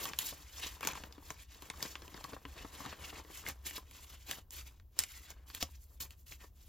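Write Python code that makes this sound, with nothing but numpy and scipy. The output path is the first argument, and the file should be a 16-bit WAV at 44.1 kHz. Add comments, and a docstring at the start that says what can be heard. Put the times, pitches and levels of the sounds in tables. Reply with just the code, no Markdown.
"""A stack of banknotes is handled close above a wooden surface, over the low rumble of a quiet room.
First it is fanned out: sheets hiss over each other, buckle with dull flaps, snap as corners flick free.
Sorting follows in short strokes and quick swishes, with the sharpest snap at 5 s.
At 5.6 s the stack knocks down on its edge, and a few light strokes square it up.
Two closely spaced microphones give the stereo image."""
import sys
import numpy as np
from scipy import signal
from scipy.fft import rfft, irfft, next_fast_len
from scipy.io import wavfile

SR = 44100
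rng = np.random.default_rng(int(sys.argv[2]) if len(sys.argv) > 2 else 0)


def output_pcm(signal):
    """Save a mono or channel-first signal as 16-bit PCM at the path in sys.argv[1].

    Samples are clipped to [-1, 1] before scaling.
    """
    pcm = np.clip(np.atleast_2d(signal).T, -1, 1) * 32767
    wavfile.write(sys.argv[1], SR, np.round(pcm).astype(np.int16))


N = 294607
TIME = np.arange(N) / SR

# room tone, rumble and air: f/Hz, spectral level/dB
ROOM_SPECTRUM = [(22, -18), (32, -10), (45, -7.5), (62, -2.5), (80, -4.5), (105, -16.5), (160, -25.5),
                 (300, -31), (800, -40), (2000, -53.5), (8000, -53.5), (15000, -43.5)]
# held sheets creeping between strokes, most while fanned out: t/s, hiss level/dB, flex level/dB
SHEET_CREEP = [(0, -53, -55), (0.5, -65, -70), (1.03, -57.5, -57), (1.19, -68.5, -67.5), (1.35, -64, -64),
               (1.47, -79, -81), (1.56, -59.5, -64), (2.2, -60, -59.5), (2.41, -65.5, -68.5),
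               (2.52, -57.5, -59.5), (3.15, -66.5, -62), (3.58, -71, -65.5), (3.86, -71.5, -70),
               (4.22, -61, -74), (4.47, -90, -81), (4.72, -65, -72.5), (4.88, -92.5, -98.5),
               (5.4, -84, -72.5), (5.9, -73, -86.5), (6.68, -99, -82)]
# one sheet pushed over another:
# t/s (up to speed), attack/s, hold/s, hiss level/dB, tilt/(dB/octave), flex level/dB, edge ring f/Hz
SHEET_STROKES = [(0.0, .02, 0.045, -41, 0.5, -51, 2900), (0.064, 0.017, 0.028, -44, -2, -48.5, 2930),
                 (0.192, 0.012, .11, -42.5, 0.3, -54.5, 3930), (0.338, 0.085, 0.084, -54.5, -1, -64, 4940),
                 (0.655, 0.25, 0.021, -44.5, -2, -54, 3140), (0.699, .1, 0.054, -51, -1, -60, 3140),
                 (0.835, 0.042, 0.085, -45.5, -4.5, -47.5, 7400), (0.952, .05, 0.029, -53, -3.5, -54, 2540),
                 (1.283, 0.11, 0.029, -50, 0.5, -58.5, 6700), (1.402, 0.14, 0.026, -55, -2.5, -67, 4700),
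                 (1.521, .06, 0.018, -54, -3.5, -79, 4700), (1.829, 0.13, 0.027, -48, -1.5, -48.5, 4900),
                 (1.86, .04, 0.06, -52, -0.5, -65, 4860), (2.163, 0.11, 0.046, -57, -2.5, -54.5, 3070),
                 (2.295, 0.098, 0.054, -56, -0.5, -56, 2810), (2.568, 0.055, 0.059, -56, -4, -54, 2520),
                 (2.756, 0.18, 0.1, -53, -2.5, -55, 5160), (2.85, 0.1, 0.081, -49, -6, -51, 4220),
                 (3.028, 0.097, .07, -49, -1.5, -52, 2940), (3.162, 0.11, 0.035, -49.5, -3, -52, 2090),
                 (3.344, 0.1, 0.048, -47.5, -.8, -67, 3070), (3.386, 0.056, 0.051, -58, -2.5, -75, 3070),
                 (3.476, 0.076, 0.032, -45, -1.5, -47.5, 2080),
                 (3.662, 0.019, 0.0092, -38.5, -.5, -54, 2850), (3.759, 0.13, 0.01, -45, 0, -54, 3420),
                 (3.939, 0.12, 0.11, -55, -1.2, -65.5, 3120), (4.102, 0.07, 0.048, -54.5, -2, -62.5, 3070),
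                 (4.305, 0.062, 0.02, -41.5, -1.4, -51.5, 3100),
                 (4.353, .05, 0.036, -54.5, -1, -56.5, 3100),
                 (4.524, 0.016, 0.029, -48.5, 0.9, -62.5, 3070),
                 (4.57, 0.047, 0.032, -44.5, -0.2, -62, 3070), (4.67, 0.044, 0.0064, -55, -0.5, -65, 3440),
                 (4.992, 0.048, 0.035, -46.5, -1, -54.5, 7960), (5.069, .05, 0.054, -55.5, -0.5, -79, 1970),
                 (5.165, .1, 0.015, -51, -1.3, -64.5, 1970), (5.223, 0.06, .035, -58, 0, -66, 1970),
                 (5.297, 0.079, 0.017, -53.5, -2, -62.5, 1610), (5.34, 0.057, 0.095, -71.5, -5, -72, 1600),
                 (5.485, 0.029, 0.029, -54.5, 0.5, -70, 3240),
                 (5.542, 0.02, 0.033, -48.5, -0.5, -60.5, 3240),
                 (5.608, 0.014, 0.0047, -41.5, -1, -51.5, 6430), (5.662, 0.015, 0.025, -63, -1, -65, 3000),
                 (5.712, .08, 0.042, -60.5, 0.5, -85, 4500), (5.821, .04, 0.017, -61, 4.5, -89, 4500),
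                 (5.916, 0.081, 0.027, -64, 6.5, -69, 4500), (6.003, 0.0038, 0.01, -39, 4, -54.5, 4570),
                 (6.035, .02, 0.027, -57.5, -2.5, -62, 4570), (6.113, .03, 0.0097, -58.5, 0, -67.5, 3000),
                 (6.197, 0.05, 0.012, -63, 5.5, -94, 3000), (6.266, .008, 0.05, -55.5, 2.5, -79, 2810),
                 (6.322, 0.032, 0.004, -49, 0, -57, 2810), (6.411, 0.031, .01, -54.5, -2.5, -64, 1850),
                 (6.436, 0.034, 0.0089, -52, .5, -59.5, 1850), (6.577, 0.067, 0.11, -65.5, 1.5, -78, 3000)]
# the hiss of paper on paper: f/Hz, spectral level/dB
HISS_SPECTRUM = [(700, -16), (1500, -5), (2300, -1), (3200, -0.5), (4500, -1.5), (6000, -0.5), (7800, 1.5),
                 (9100, -2.5), (10300, 0), (11500, -4), (13000, -3.5), (14300, -1.5), (15800, -11.5)]
# the body of a bending sheet and the air under it: f/Hz, spectral level/dB
FLEX_SPECTRUM = [(70, -5.5), (130, 4), (190, -1.5), (280, 3), (400, -0.5), (640, -3), (850, -2), (1060, 2),
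                 (1400, -6.5), (1800, -7), (2800, -21.5)]
# corners flicking free:
# t/s, crack level/dB, tilt/(dB/octave), crack ring f/Hz, flap level/dB, flap ring f/Hz
CORNER_SNAPS = [(0.0544, -36.5, -1, 3300, -42, 1160), (0.1344, -42, -13.5, 5100, -52.5, 1580),
                (0.1885, -28.5, 5.5, 3300, -48.5, 910), (0.323, -70, -1, 2980, -48.5, 610),
                (0.8083, -46.5, 0.5, 2240, -48.5, 1110), (0.8298, -44, 0, 2400, -41, 1070),
                (0.85, -41, 2, 2400, -43.5, 280), (0.8726, -29.5, 0.5, 6530, -38, 880),
                (0.8872, -39.5, -3.5, 2270, -43.5, 1000), (0.934, -48.5, -9, 6690, -51, 1130),
                (0.9533, -51, -7, 2510, -45.5, 1050), (0.9747, -56, -4, 2430, -50, 760),
                (1.037, -47.5, -5, 1480, -49, 600), (1.125, -52, -4, 4800, -71, 810),
                (1.1797, -66, -7, 3020, -51, 283), (1.3044, -41, -6, 6800, -44, 467),
                (1.6219, -48.5, 0.5, 2960, -53, 354), (1.7003, -38.5, -9, 8150, -45, 1000),
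                (1.7377, -71, -6, 1600, -53.5, 1270), (1.805, -49, -13, 2040, -58, 220),
                (1.8267, -34, 0.3, 5050, -47, 414), (1.9545, -42.5, -8.5, 3420, -48, 1160),
                (2.0201, -54, -7, 5310, -53.5, 390), (2.0795, -53.5, -1, 2980, -56, 220),
                (2.143, -53.5, -9, 4940, -52, 220), (2.2413, -43.5, -1, 4440, -50.5, 1050),
                (2.2458, -54, -4.5, 1870, -44, 1020), (2.3333, -53.5, -6.5, 4570, -43.5, 555),
                (2.3652, -70, 1, 1600, -47.5, 1030), (2.452, -48, -9, 2980, -45.5, 282),
                (2.6474, -58, -18, 2110, -44, 442), (2.804, -63, 3, 1990, -46, 273),
                (2.851, -54, -9, 4100, -45.5, 1160), (2.8607, -48, -2, 3730, -41.5, 287),
                (3.1272, -73, -9, 2110, -48.5, 436), (3.248, -59.5, -7, 1850, -58, 445.5),
                (3.301, -89, -6, 3000, -52, 376), (3.4648, -40.5, -11.5, 2110, -56, 1580),
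                (3.4868, -39.5, 6.5, 2580, -51, 352), (3.7098, -45, -3, 2880, -57.5, 270),
                (3.78, -48, 7, 3000, -45.5, 1010), (3.9115, -55.5, 4, 2540, -65, 320),
                (4.312, -34, 0, 3220, -47, 800), (4.5075, -49.5, -1, 8240, -71, 222),
                (4.7984, -63.5, -4.5, 1630, -72.5, 1580), (4.9903, -24, 0.5, 8400, -65, 1590),
                (5.0038, -39.5, -4.5, 8000, -57, 1580), (5.0374, -36.5, -4.5, 8450, -64, 1580),
                (5.1193, -51.5, 7, 2510, -79, 1580), (5.3039, -48, 7.5, 6860, -56.5, 684),
                (5.5011, -53, -9.5, 4470, -59.5, 1600), (5.549, -41.5, 4.5, 3390, -63, 1580),
                (5.6268, -32, 0.5, 5900, -42, 223), (6.1071, -53.5, 2.5, 3000, -73, 220),
                (6.3223, -51.5, -6.5, 2810, -64, 1580)]
# a sheet sliding free: t/s (at the peak), half-width/s, level/dB, centre f/Hz
SHEET_SWISHES = [(0.298, 0.039, -50.5, 5040), (0.583, 0.023, -49, 5530), (0.639, 0.021, -39.5, 3000),
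                 (2.587, 0.019, -51.5, 2520), (3.048, 0.011, -47, 2830), (3.103, 0.0069, -47, 2760),
                 (3.16, 0.0088, -50.5, 2290), (3.486, 0.019, -48, 2120), (3.767, 0.011, -43, 3750),
                 (4.303, .012, -54, 3200), (4.334, 0.0039, -46, 1790), (5.62, 0.012, -43, 4420)]
# the stack set down on its edge: t/s, level/dB
STACK_KNOCKS = [(5.6266, -39.5)]
# modes of the struck wood: f/Hz, relative level/dB, t60/s
WOOD_MODES = [(75, -3, 0.27), (191, -12, 0.098), (300, 3.5, 0.033), (540, -2, 0.047), (701, 2, 0.049),
              (1144, -2, 0.054)]
# stereo width by frequency, narrow near 9 kHz and at the very top: f/Hz, level/dB of side over mid
STEREO_WIDTH = [(60, -21.5), (200, -10.5), (450, -14.5), (750, -6), (1200, -10.5), (2000, -21), (4000, -14),
                (7000, -6), (8900, -25), (11000, -5.5), (13500, -34)]
# stereo balance: f/Hz, level/dB of left over right
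MIC_BALANCE = [(60, 0.5), (250, 2.5), (550, 1.5), (1000, 5), (1500, 2), (3500, 1), (5700, 0.6),
               (8000, -0.8), (15000, 0)]
# the direct path reaching the two microphones: f/Hz, phase lead of the left/rad
MIC_PHASE_LEAD = [(20, 0), (300, .15), (750, .5), (1700, 0), (3300, .5), (5250, .4), (5750, -1.3),
                  (6800, -.7), (7200, -1.2), (7600, -2.2), (8200, -2.4), (8850, -3.1), (11000, -4.6),
                  (12800, -6.2)]


def from_db(db):
    """Decibels to gain."""
    return np.exp(np.asarray(db) * (np.log(10) / 20))


def rms_one(x):
    """Scale to rms 1."""
    return x / np.sqrt(np.mean(x ** 2) + 1e-20)


def in_time(rows):
    """The columns of a curve table at every sample."""
    s, *columns = np.transpose(rows)
    return [np.interp(TIME, s, c) for c in columns]


def at_hz(points, hz):
    """Read a table on a log-frequency axis."""
    f, value = np.transpose(points)
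    return np.interp(np.log(hz + 1), np.log(f + 1), value)


def colour(x, spectrum, tilt_db=0):
    """Minimum-phase EQ in this shape, rolled off beyond its ends and tilted per octave above 1.5 kHz."""
    size = 2 * next_fast_len(x.shape[-1] // 2 + 1024)
    hz = np.fft.rfftfreq(size, 1 / SR) + 1
    octaves_outside = np.abs(np.log2(hz / np.clip(hz, spectrum[0][0], spectrum[-1][0])))
    db = at_hz(spectrum, hz) - 12 * np.minimum(octaves_outside, 4)
    db += tilt_db * np.log2(np.maximum(hz, 1500))
    cepstrum = irfft(np.log(from_db(db)))[:size // 2]
    cepstrum[0] = 0  # shape only, no overall gain
    response = np.exp(rfft(2 * cepstrum, size))
    return irfft(rfft(x, size) * response, size)[..., :x.shape[-1]]


def band_pass(pair, hz, q):
    """Two-pole band-pass with gain 1 on top; a moving centre is followed block by block."""
    hz = np.clip(np.atleast_1d(hz), 50, .45 * SR)
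    size = 256 if len(hz) > 1 else pair.shape[1]
    out, state = np.zeros(pair.shape), np.zeros((2, 2))
    for i in range(0, pair.shape[1], size):
        r, w = np.exp(-np.pi * hz[i] / q / SR), 2 * np.pi * hz[i] / SR
        gain = (1 - r * r) / 2
        poles = [1, -(1 + r * r) * np.cos(w), r * r]
        out[:, i:i + size], state = signal.lfilter([gain, 0, -gain], poles, pair[:, i:i + size], zi=state)
    return out


def resonate(pair, hz, boost_db, q):
    """Bell boost on a pair of signals."""
    return pair + (from_db(boost_db) - 1) * band_pass(pair, hz, q)


def drift(rate):
    """Smooth random modulation that changes about rate times a second; rms about 1."""
    r = np.exp(-16 * np.pi * rate / SR)
    slow = signal.lfilter([1], [1, -2 * r, r * r], rng.standard_normal(N // 8 + 4002))[4000:]
    return np.interp(np.arange(N) / 8, np.arange(len(slow)), rms_one(slow))


def grains(per_s, spread_db, t60):
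    """Envelope of random slips of uneven size, each starting at once and dying away; rms 1."""
    sizes = from_db(spread_db * np.minimum(rng.exponential(1, N), 3.5))
    power = (rng.random(N) < per_s / SR) * sizes ** 2
    decay = from_db(-120 / (t60 * SR))
    return rms_one(np.sqrt(signal.lfilter([1], [1, -decay], power + 1e-12)))


def roughened(slips, share):
    """Two unrelated noises (mid, side) with a share of their power in the slips."""
    return rng.standard_normal((2, N)) * np.sqrt(1 - share + share * slips ** 2)


def burst(envelope, spectrum, tilt_db, ring_hz, ring_db, q):
    """A short noise burst with one resonance; rms 1 over its first 9 ms."""
    noise = rng.choice([-1, 1], (2, len(envelope))) * envelope
    sound = resonate(colour(noise, spectrum, tilt_db), ring_hz, ring_db, q)
    return sound / np.sqrt(np.mean(sound[:, :round(.009 * SR)] ** 2, axis=1, keepdims=True))


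def room_tone(rumble_db, waver_db, air_db, hum_hz, hum_db):
    """The bed: a wavering low rumble with a hum in it, under a trace of steady air."""
    level_db = rumble_db - waver_db * drift(6.4)
    noise = rms_one(colour(rng.standard_normal((2, N)), ROOM_SPECTRUM))
    rumble = signal.sosfilt(signal.butter(1, 120, fs=SR, output="sos"), noise)
    air = noise - rumble
    phase = 2 * np.pi * hum_hz * TIME
    hum = rms_one(drift(2.9) * np.cos(phase) + drift(3.4) * np.sin(phase))
    rumble[0] += from_db(hum_db) * hum
    return from_db(level_db) * rumble + from_db(air_db) * air


def handling(creep_tilt_db, creep_edge_hz, swell_db, release_s):
    """Hand strokes ride on the creep, the loudest leading the tone: hiss dB, tilt, flex dB, edge Hz."""
    hiss_power, flex_power = from_db(in_time(SHEET_CREEP)) ** 2
    tilt_sum, edge_sum = hiss_power * creep_tilt_db, hiss_power * creep_edge_hz
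    for s, attack, hold, hiss_db, tilt_db, flex_db, edge_hz in SHEET_STROKES:
        # attack and release each span swell_db
        away = np.maximum((s - TIME) / attack, (TIME - s - hold) / release_s)
        push = from_db(-swell_db * np.clip(away, 0, 10)) ** 2
        stroke_power = push * from_db(hiss_db) ** 2
        hiss_power += stroke_power
        flex_power += push * from_db(flex_db) ** 2
        tilt_sum += stroke_power * tilt_db
        edge_sum += stroke_power * edge_hz
    tilt_db, edge_hz = tilt_sum / hiss_power, edge_sum / hiss_power
    return 10 * np.log10(hiss_power), tilt_db, 10 * np.log10(flex_power), edge_hz


def friction(hiss_db, tilt_db, edge_hz):
    """Fibres catch and slip; a faster, lighter stroke is brighter, and the free edge rings along."""
    slips = grains(per_s=800, spread_db=1.5, t60=0.0039)
    hiss = colour(roughened(slips, share=0.19), HISS_SPECTRUM)
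    edge_db = 3.5 + 4 * np.log2(3000 / edge_hz)  # a longer edge rings lower and stronger
    hiss = rms_one(resonate(hiss, edge_hz, edge_db, q=9.2))
    size = next_fast_len(N, real=True)
    spectrum, log_hz = rfft(hiss, size), np.log(np.fft.rfftfreq(size, 1 / SR) + 1)
    centres_hz = np.geomspace(1500, 14000, 6)
    out, tilted_power, plain_power = 0, 0, 0
    for centre, weights in zip(centres_hz, np.eye(len(centres_hz))):
        band = irfft(spectrum * np.interp(log_hz, np.log(centres_hz), weights), size)[:, :N]
        gain = from_db(tilt_db * np.log2(centre / centres_hz[0]))
        power = np.mean(band ** 2)
        tilted_power += power * gain ** 2
        plain_power += power
        # the contact patch keeps changing, and the colour with it
        out += band * gain * from_db(2.5 * drift(42))
    makeup_gain = np.sqrt(plain_power / tilted_power)
    pressure_db = 1.8 * drift(30)
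    return out * makeup_gain * from_db(hiss_db + pressure_db - 2.94)


def flexing(flex_db):
    """Bent sheets give way in small dull flaps, whose pitch wanders as the bend changes."""
    flaps = grains(per_s=120, spread_db=3.5, t60=0.034)
    bend_hz = 750 * 2 ** (0.46 * drift(12))
    body = colour(roughened(flaps, share=0.6), FLEX_SPECTRUM)
    return from_db(flex_db - 1.95) * rms_one(resonate(body, bend_hz, boost_db=3.5, q=6.5))


def snaps(crack_trim_db, flap_trim_db, echo_db, echo_t60, tip_t60, tip_tilt_db):
    """A corner springs free: a bright tick, the crack of the edge, a duller flap, near reflections."""
    out, t = np.zeros((2, N + SR)), TIME[:SR // 14]
    echoes = from_db(echo_db - 60 * t / echo_t60)
    tip = from_db(-60 * t / tip_t60)
    for s, crack_db, tilt_db, crack_hz, flap_db, flap_hz in CORNER_SNAPS:
        # a taut corner (all crack) stops sooner than a slack one (all flap)
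        length_s = 0.018 * 2 ** ((flap_db - crack_db) / 15.5)
        edge_t60 = 0.91 * length_s
        flap_t60 = edge_t60 / 2 + 0.026
        release = np.hypot(from_db(-60 * t / edge_t60), echoes)
        swing = np.hypot(from_db(-60 * t / flap_t60), echoes)
        tick = burst(tip, HISS_SPECTRUM, tilt_db + tip_tilt_db, crack_hz, ring_db=19, q=1.9)
        edge = burst(release, HISS_SPECTRUM, tilt_db - tip_tilt_db, crack_hz, ring_db=12.5, q=8.3)
        flap = burst(swing, FLEX_SPECTRUM, 0, flap_hz, ring_db=10.5, q=5.4)
        tick_share = 1 / (1 + length_s / 0.0034)  # the shorter the snap, the more tick
        crack = np.sqrt(tick_share) * tick + np.sqrt(1 - tick_share) * edge
        snap = from_db(crack_db + crack_trim_db) * crack + from_db(flap_db + flap_trim_db) * flap
        start = round(s * SR)
        out[:, start:start + len(t)] += snap
    return out[:, :N]


def swishes(q):
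    """A sheet speeds up and slows again; its short free length focuses the hiss into one broad peak."""
    out, t = np.zeros((2, N)), TIME[:SR // 8] - 1 / 16
    for s, half_width, level_db, hz in SHEET_SWISHES:
        hiss = rms_one(band_pass(rng.standard_normal((2, len(t))), hz, q))
        start = round((s + t[0]) * SR)
        out[:, start:start + len(t)] += from_db(level_db) * hiss * np.exp(-2 * (t / half_width) ** 2)
    return out


def stack_knock():
    """The stack's edge lands and the wood thuds in its low modes, in the mid channel only."""
    thud = np.zeros(N)
    for s, level_db in STACK_KNOCKS:
        t = np.maximum(TIME - s, 0)
        for hz, mode_db, t60 in WOOD_MODES:
            thud += from_db(level_db + mode_db - 60 * t / t60) * np.sin(2 * np.pi * hz * t)
    return np.array([thud, np.zeros(N)])


def surface_echo(pair, delay_s, sway, echo_db):
    """The wood below returns the sound a moment later; the delay sways as the hands move."""
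    late = TIME - delay_s * np.exp(sway * drift(0.71))
    echo = np.array([np.interp(late, TIME, x) for x in pair])
    gain = from_db(echo_db)
    return (pair + gain * echo) / np.hypot(1, gain)


def room_tail(pair, t60, predelay_s):
    """The short diffuse reverb of a furnished room."""
    t = TIME[:SR // 2]
    response = rng.standard_normal((2, len(t))) * from_db(-60 * t / t60) * (t > predelay_s)
    response /= np.sqrt(np.sum(response ** 2, axis=1, keepdims=True))
    return signal.fftconvolve(pair, response, axes=1)[:, :N]


def microphones(pair):
    """Mid and side become left and right, set apart in phase and level."""
    size = next_fast_len(N + SR // 10)
    hz = np.fft.rfftfreq(size, 1 / SR)
    mid, side = rfft(pair, size)
    width = from_db(at_hz(STEREO_WIDTH, hz))
    lean = from_db(at_hz(MIC_BALANCE, hz))
    left = (mid + width * side) * lean
    right = (mid - width * side) * np.exp(-1j * at_hz(MIC_PHASE_LEAD, hz))
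    added_gain = np.sqrt((1 + width ** 2) * (1 + lean ** 2) / 2)
    return irfft(np.array([left, right]) / added_gain, size)[:, :N]


def scene():
    """The mix: close paper and its reflections over the room tone."""
    hiss_db, tilt_db, flex_db, edge_hz = handling(
        creep_tilt_db=-1.5, creep_edge_hz=3300, swell_db=23.5, release_s=0.047)
    flicks = snaps(crack_trim_db=-1.13, flap_trim_db=-0.5, echo_db=-9.5, echo_t60=0.039,
                   tip_t60=0.0032, tip_tilt_db=0.75)
    sliding = friction(hiss_db, tilt_db, edge_hz) + swishes(q=2.3)
    sliding = surface_echo(sliding, delay_s=0.001629, sway=0.316, echo_db=-11)
    paper = sliding + flexing(flex_db) + flicks + stack_knock()
    reverb = from_db(-13.5) * room_tail(paper, t60=0.11, predelay_s=0.006)
    bed = room_tone(rumble_db=-58.5, waver_db=2, air_db=-61.5, hum_hz=65.3, hum_db=-4)
    return microphones(paper + reverb + bed)


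def record(dry):
    """A steep high cut at 16 kHz."""
    return signal.sosfilt(signal.ellip(12, .1, 70, 16000, fs=SR, output="sos"), dry)


dry = scene()
out = record(dry)
output_pcm(out)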